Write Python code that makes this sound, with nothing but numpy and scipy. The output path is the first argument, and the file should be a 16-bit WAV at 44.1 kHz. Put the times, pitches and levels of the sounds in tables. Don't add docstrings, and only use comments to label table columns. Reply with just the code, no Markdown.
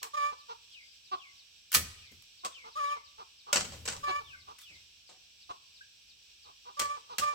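import sys
import numpy as np
from scipy import signal
from scipy.fft import rfft, irfft, next_fast_len
from scipy.io import wavfile

SR = 44100
rng = np.random.default_rng(int(sys.argv[2]) if len(sys.argv) > 2 else 0)


def unload_wav(signal):
    wavfile.write(
        sys.argv[1],
        SR,
        np.round(np.clip(np.atleast_2d(signal).T, -1, 1) * 32767).astype(np.int16),
    )


N = 323694
TIME = np.arange(N) / SR


def from_db(db):
    return 10 ** (np.asarray(db) / 20)


def unit_rms(x):
    return x / np.sqrt(np.mean(x ** 2) + 1e-20)


def at_hz(points, hz):
    f, value = np.transpose(points)
    return np.interp(np.log(np.maximum(hz, 1)), np.log(f), value)


def bump(x, centre, width):
    return np.exp(-((x - centre) / width) ** 2)


def add(out, start_s, x):
    i = round(start_s * SR)
    x, i = x[..., max(-i, 0):], max(i, 0)
    out[..., i:i + x.shape[-1]] += x[..., :max(N - i, 0)]


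def colour(x, spectrum, modes=()):
    size = 2 * next_fast_len(x.shape[-1] // 2 + 1)
    hz = np.fft.rfftfreq(size, 1 / SR)
    modes_db = sum(lift_db / (1 + (2 * (hz - f) / width_hz) ** 2) for f, width_hz, lift_db in modes)
    gain = unit_rms(from_db(at_hz(spectrum, hz) + modes_db))
    cepstrum = irfft(np.log(gain))
    cepstrum[1:size // 2] *= 2
    cepstrum[size // 2 + 1:] = 0
    return irfft(rfft(x, size) * np.exp(rfft(cepstrum)))[..., :x.shape[-1]]


def drift(rate_hz, size=N):
    knots = rng.standard_normal(size // 8 + 2)
    return np.interp(np.arange(size) * rate_hz / SR, np.arange(len(knots)), knots)


def stereo_noise(size, correlation):
    mid, side = rng.standard_normal((2, size))
    return np.sqrt((1 + correlation) / 2) * mid + np.sqrt((1 - correlation) / 2) * side * [[1], [-1]]


def from_right(x, lag_ms, pan_db):
    t = TIME[:len(x)]
    left = np.interp(t - lag_ms / 1000, t, x)
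    return np.array([left * from_db(pan_db / 2), x * from_db(-pan_db / 2)])


# f/Hz, level/dB
INSECT_SPECTRUM = [(1300, -27), (1650, -16), (1950, -25), (2400, -3.5), (3200, -2), (5000, -5.5),
                   (5700, -1.5), (6500, -15), (8000, -10), (9200, -27.5), (15000, -24.5)]
HUSH_SPECTRUM = [(25, -22), (48, 4), (75, 7), (150, -4.5), (500, -12.5), (1100, -15), (2500, -10),
                 (8000, -24)]


def forest(insect_db=-59, hush_db=-75, flutter_db=0.84):
    hiss = colour(stereo_noise(N, .1), INSECT_SPECTRUM)
    insects = hiss * from_db(insect_db + flutter_db * drift(22)) * from_db([[-.8], [.8]])
    return insects + from_db(hush_db) * colour(stereo_noise(N, .61), HUSH_SPECTRUM)


# t/s, length/s, f/Hz, level/dB, roughness/0-1
HEN_CLUCKS = [(.483, 0.058, 477, -39, 0.22), (1.112, 0.049, 380.7, -30.5, 0.24),
              (2.433, .051, 364, -35.5, 0.24), (3.175, 0.063, 442, -43.5, 0.52),
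              (3.461, 0.071, 413, -43.5, 0.42), (4.072, 0.049, 382.3, -27, 0.38),
              (4.469, .064, 448.5, -44.5, 0.75), (5.49, 0.038, 363.4, -37, 0.71),
              (6.439, 0.089, 445, -55, 0.76)]
# f/Hz, level/dB
THROAT_SPECTRUM = [(150, -12), (380, -13), (750, -4.5), (1100, 10), (1450, -10.5), (1850, -25.5),
                   (3200, -14), (5000, -19.5), (8000, -25.5), (15000, -51.5)]


def clucks(arch=.1, sag=.11):
    leads = [(s - .12, .074, 465.4, db - 12, .47) for s, _, _, db, *_ in HEN_WHINES]
    endings = [(s + held_s - .019, .0319, 464.6, db - 9.5, .416) for s, held_s, _, db, *_ in HEN_WHINES]
    out = np.zeros(N)
    for start_s, length_s, pitch_hz, level_db, roughness in list(HEN_CLUCKS) + leads + endings:
        progress = np.minimum(TIME[:SR // 8] / length_s, 1)
        effort = np.sin(np.pi * progress)
        jitter = .25 * roughness * drift(500, len(progress))
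        hz = pitch_hz * (1 + arch * (effort - 1) - sag * (progress - .5) + jitter)
        phase = 2 * np.pi * np.cumsum(hz) / SR
        pulses = unit_rms(sum(np.cos(k * phase) for k in range(1, 14)))
        air = 1.1 * roughness * rng.standard_normal(len(progress)) * (1 + np.cos(phase))
        add(out, start_s, from_db(level_db) * unit_rms(colour(pulses + air, THROAT_SPECTRUM)) * effort)
    return out


# t/s, level/dB, rattle t60/s, body (under 800 Hz)/dB
STRIP_TAPS = [(.029, -31, 0.062, -13.5), (1.718, -28.5, .07, -21.5), (1.728, -27, 0.085, -17),
              (1.741, -14.5, 0.037, -23.5), (2.223, -47.5, 0.01, -14), (2.448, -31.5, 0.075, -6.5),
              (3.72, -45.5, 0.23, 3.5), (4.585, -51.5, 0.13, -17), (4.611, -50.5, 0.11, -21),
              (5.091, -53.5, 0.25, 5.5), (5.5, -57.5, 0.16, 8)]
# t/s, hit/dB, rattle t60/s, body/dB, slap delay/s, slap/dB, flap/dB, flap t60/s
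STRIP_DROPS = [(1.746, -13, 0.087, -18, 0.016, -34, -40, 0.6),
               (2.114, -57.5, 0.093, -18, 0.0055, -66, -53, 0.32),
               (3.528, -20, 0.11, -9, 0.03, -21.5, -49, 2.56),
               (3.854, -36.5, .11, -6.5, .023, -28, -55.5, 0.97),
               (4.694, -66, 0.45, -6, 0.013, -68, -64.5, 0.8),
               (6.794, -23.5, 0.066, -12, .018, -30.5, -50, 0.32),
               (7.183, -23.5, 0.065, -13, 0.011, -32.5, -46, 0.27)]


def contacts(slap_body_db=-2.5, slap_t60_ratio=1.15, bounce_gap_s=.044, bounce_body_db=-1.5):
    rows = list(STRIP_TAPS)
    for start_s, hit_db, t60_s, body_db, delay_s, slap_db, _, _ in STRIP_DROPS:
        rows.append((start_s, hit_db, t60_s, body_db))
        rows.append((start_s + delay_s, slap_db, t60_s * slap_t60_ratio, slap_body_db))
        for k, loss_db in enumerate((11, 19), 1):
            bounce_s = start_s + delay_s + bounce_gap_s * (k + rng.uniform(-.1, .09))
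            rows.append((bounce_s, slap_db - loss_db, t60_s, bounce_body_db))
    return rows


# f/Hz, width/Hz, lift/dB
CANE_MODES = [(1157, 260, 1), (1500, 450, -2), (2350, 150, 0), (3120, 250, 3.5), (3563, 250, -1.5),
              (4600, 270, 0), (5450, 300, 2.5), (7930, 460, 5)]


def bamboo(crack_gain=2.2, crack_s=.00099, rise_s=.00073, ring_width_hz=55, ring_db=6, pan_db=.3):
    out, t = np.zeros((2, N)), TIME[:SR // 4]
    for start_s, level_db, t60_s, body_db in contacts():
        splinter_db = -16 - .91 * body_db
        chatter = unit_rms(from_db(3.5 * drift(600, len(t)))) * from_db(-60 * t / t60_s)
        crack = crack_gain * np.exp(-t / crack_s)
        bending_hz = np.geomspace(450, 7000, 16) * np.exp(rng.normal(0, .06, 16))
        bending = [(hz, ring_width_hz, ring_db) for hz in bending_hz]
        for force, top_db in (crack, splinter_db + 3), (chatter, splinter_db - 4):
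            spectrum = [(20, body_db - 17), (70, body_db - 4), (280, body_db - 3), (450, body_db),
                        (750, body_db), (1200, -1.5), (8300, -1.5),
                        (9400, top_db), (16000, 1.5 * top_db - .5)]
            blow = stereo_noise(len(t), .3) * force * (1 - np.exp(-t / rise_s))
            add(out, start_s, from_db(level_db) * colour(blow, spectrum, CANE_MODES + bending))
    return out * from_db([[pan_db / 2], [-pan_db / 2]])


# t/s, length/s, f/Hz, level/dB, yelp/Hz, sag/Hz, overtones/dB, L-R/dB
HEN_WHINES = [(.133, 0.2, 590, -31, 19.5, 9.7, -45, -2.5), (2.753, 0.22, 588.6, -33, 48, 19, -48.5, 1.5),
              (4.028, .187, 586.2, -34, 2, 16.5, -42.5, 0), (6.768, 0.21, 587, -34.5, 3, 9.5, -51, -2.5),
              (7.208, 0.13, 590.2, -30, 6.5, 1, -44.5, -3.5)]
# harmonic number, relative level/dB
WHINE_OVERTONES = [(3, -5), (4, 1), (5, -15), (6, -26), (8, -21.5), (12, -21)]


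def whines(attack_s=.015, release_s=.048, yelp_at_s=.031, scoop_hz=28, scoop_s=.00763, jitter=.0028,
           crack_db=-5, fade_db_per_s=9.5, fundamental_db=-16, rasp_db=-19, shimmer_db=3):
    out, t = np.zeros((2, N)), TIME[:SR // 4]
    for start_s, length_s, pitch_hz, level_db, yelp_hz, sag_hz, upper_db, pan_db in HEN_WHINES:
        remaining_s = np.maximum(length_s - t, 0)
        hz = pitch_hz + yelp_hz * bump(t, yelp_at_s, .011) - sag_hz * bump(t / length_s, .45, .212)
        hz -= scoop_hz * np.exp(-np.minimum(t, remaining_s) / scoop_s)
        phase = 2 * np.pi * np.cumsum(hz * (1 + jitter * drift(250.8, len(t)))) / SR
        effort = np.minimum(t / attack_s, 1) * np.minimum(remaining_s / release_s, 1)
        effort *= from_db(crack_db * min(yelp_hz / 23, 1) * bump(t, yelp_at_s, .0048))
        breath = from_db(level_db - fade_db_per_s * (t - length_s / 2))
        voice = breath * (from_db(fundamental_db) * np.sin(phase) + np.sin(2 * phase))
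        overtones = sum(from_db(db + 2 * drift(40, len(t))) * np.sin(k * phase)
                        for k, db in WHINE_OVERTONES)
        voice += from_db(upper_db) * np.minimum(t / .052, 1) * overtones
        air = from_db(level_db + rasp_db) * rasp(phase)
        note = (np.sqrt(2) * voice + air) * effort * from_db(shimmer_db * drift(66.7, len(t)))
        add(out, start_s, from_right(note, lag_ms=.59, pan_db=pan_db))
    return out


# f/Hz, level/dB
RASP_SPECTRUM = [(300, -15), (1200, 0.5), (1900, -4.5), (3000, 0.5), (5000, -3), (7300, -6.5),
                 (9000, -14.5), (15000, -22)]


def rasp(phase, onset_db=8, settle_s=.022):
    t = TIME[:len(phase)]
    puffs = rng.standard_normal(len(t)) * (1 + .39 * np.sin(phase))
    return from_db(onset_db * np.exp(-t / settle_s)) * colour(puffs, RASP_SPECTRUM)


def whistle(glide_s, start_hz, end_hz, waver=.008, hold_s=0):
    t = TIME[:SR // 2]
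    ease = (1 - np.cos(np.pi * np.minimum(t / glide_s, 1))) / 2
    hz = (start_hz + (end_hz - start_hz) * ease) * (1 + waver * drift(300, len(t)))
    swell = np.abs(np.sin(np.pi * np.minimum(t / (glide_s + hold_s), 1)))
    return np.sqrt(2 * swell) * np.sin(2 * np.pi * np.cumsum(hz) / SR)


def far_bird(level_db=-62, count=21, first_s=.378, gap_s=.3305, slowing_s=.00058):
    out = np.zeros(N)
    for k in range(count):
        chip = whistle(glide_s=.048, start_hz=5250, end_hz=3600)
        add(out, first_s + k * gap_s + slowing_s * k * k / 2, from_db(level_db) * chip)
    return out


# t/s, glide/s, start f/Hz, level/dB
CHICK_PEEPS = [(0.704, .11, 3460, -56.5), (1.179, 0.086, 3570, -56), (1.964, 0.13, 3040, -62),
               (2.517, .1, 3480, -54.5), (2.849, 0.12, 3880, -55.5), (4.24, 0.12, 3600, -57),
               (4.596, 0.15, 3650, -57.5)]


def chicks(end_hz=2123):
    out = np.zeros(N)
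    for start_s, glide_s, start_hz, level_db in CHICK_PEEPS:
        add(out, start_s, from_db(level_db) * whistle(glide_s, start_hz, end_hz, waver=.035, hold_s=.035))
    return out


# t/s, length/s, start f/Hz, end f/Hz, level/dB
THIN_NOTES = [(0.773, 0.2, 4924, 4900, -66), (4.328, 0.033, 1633, 1451, -54),
              (5.807, .016, 1528, 1690, -53)]


def thin_notes():
    out = np.zeros(N)
    for start_s, length_s, start_hz, end_hz, level_db in THIN_NOTES:
        add(out, start_s, from_db(level_db) * whistle(length_s, start_hz, end_hz))
    return out


# f/Hz, level/dB
FLAP_SPECTRUM = [(25, -16), (50, -21), (82, -6), (115, -11), (200, -20), (600, -39)]
THUD_SPECTRUM = [(25, -59.5), (55, -19.5), (110, -13.5), (170, -1.5), (280, -11), (480, -14.5), (1200, -41)]


def flapping(lead_s=.0066, swing_rise_s=.025, thud_rise_s=.0047, thud_db=-1, thud_t60_ratio=.43):
    swing, thud, t = np.zeros(N), np.zeros(N), TIME[:SR]
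    for start_s, _, _, _, delay_s, _, level_db, t60_s in STRIP_DROPS:
        touch_s = start_s + delay_s - lead_s
        add(swing, touch_s, from_db(level_db - 60 * t / t60_s) * (1 - np.exp(-t / swing_rise_s)))
        thud_decay = from_db(level_db + thud_db - 60 * t / (t60_s * thud_t60_ratio))
        add(thud, touch_s, thud_decay * (1 - np.exp(-t / thud_rise_s)))
    drumming = swing * colour(stereo_noise(N, .91), FLAP_SPECTRUM, modes=[(77, 28, 6.6)])
    earth = thud * colour(rng.standard_normal(N), THUD_SPECTRUM)
    return (drumming + earth) * from_db([[1], [-1]])


# f/Hz, t60/s
YARD_T60 = [(80, .7), (500, 0.83), (1200, 0.44), (3000, 0.71), (7000, 0.42), (14000, 0.093)]


def yard(x, near_db, far_db, near_t60_s=.15, build_s=.06):
    t, response = TIME[:SR], 0
    near = from_db(near_db) * unit_rms(from_db(-60 * t / near_t60_s))
    edges_hz = np.geomspace(40, 18000, 10)
    for low_hz, high_hz in zip(edges_hz, edges_hz[1:]):
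        bandpass = signal.butter(2, [low_hz, high_hz], "band", fs=SR, output="sos")
        band = signal.sosfilt(bandpass, stereo_noise(SR, 1 / (1 + (low_hz / 600) ** 2)))
        t60_s = at_hz(YARD_T60, np.sqrt(low_hz * high_hz))
        far = from_db(-60 * t / t60_s) * (1 - np.exp(-t / build_s)) ** 2
        response = response + band * (near + from_db(far_db) * unit_rms(far))
    return x + signal.fftconvolve(x, response / np.sqrt(SR), axes=1)[:, :N]


def scene():
    clucking = yard(from_right(clucks(), lag_ms=.48, pan_db=-1.5), near_db=-8.5, far_db=-28.5)
    clatter = yard(bamboo(), near_db=-5, far_db=-18.5)
    whining = yard(whines(), near_db=-13, far_db=-25)
    whistles = from_right(far_bird() + chicks() + thin_notes(), lag_ms=.25, pan_db=1.5)
    whistling = yard(whistles, near_db=0, far_db=-18.5)
    return forest() + clucking + clatter + whining + whistling + flapping()


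def record(dry):
    return signal.sosfilt(signal.ellip(10, .2, 80, 16000, fs=SR, output="sos"), dry)


dry = scene()
out = record(dry)
unload_wav(out)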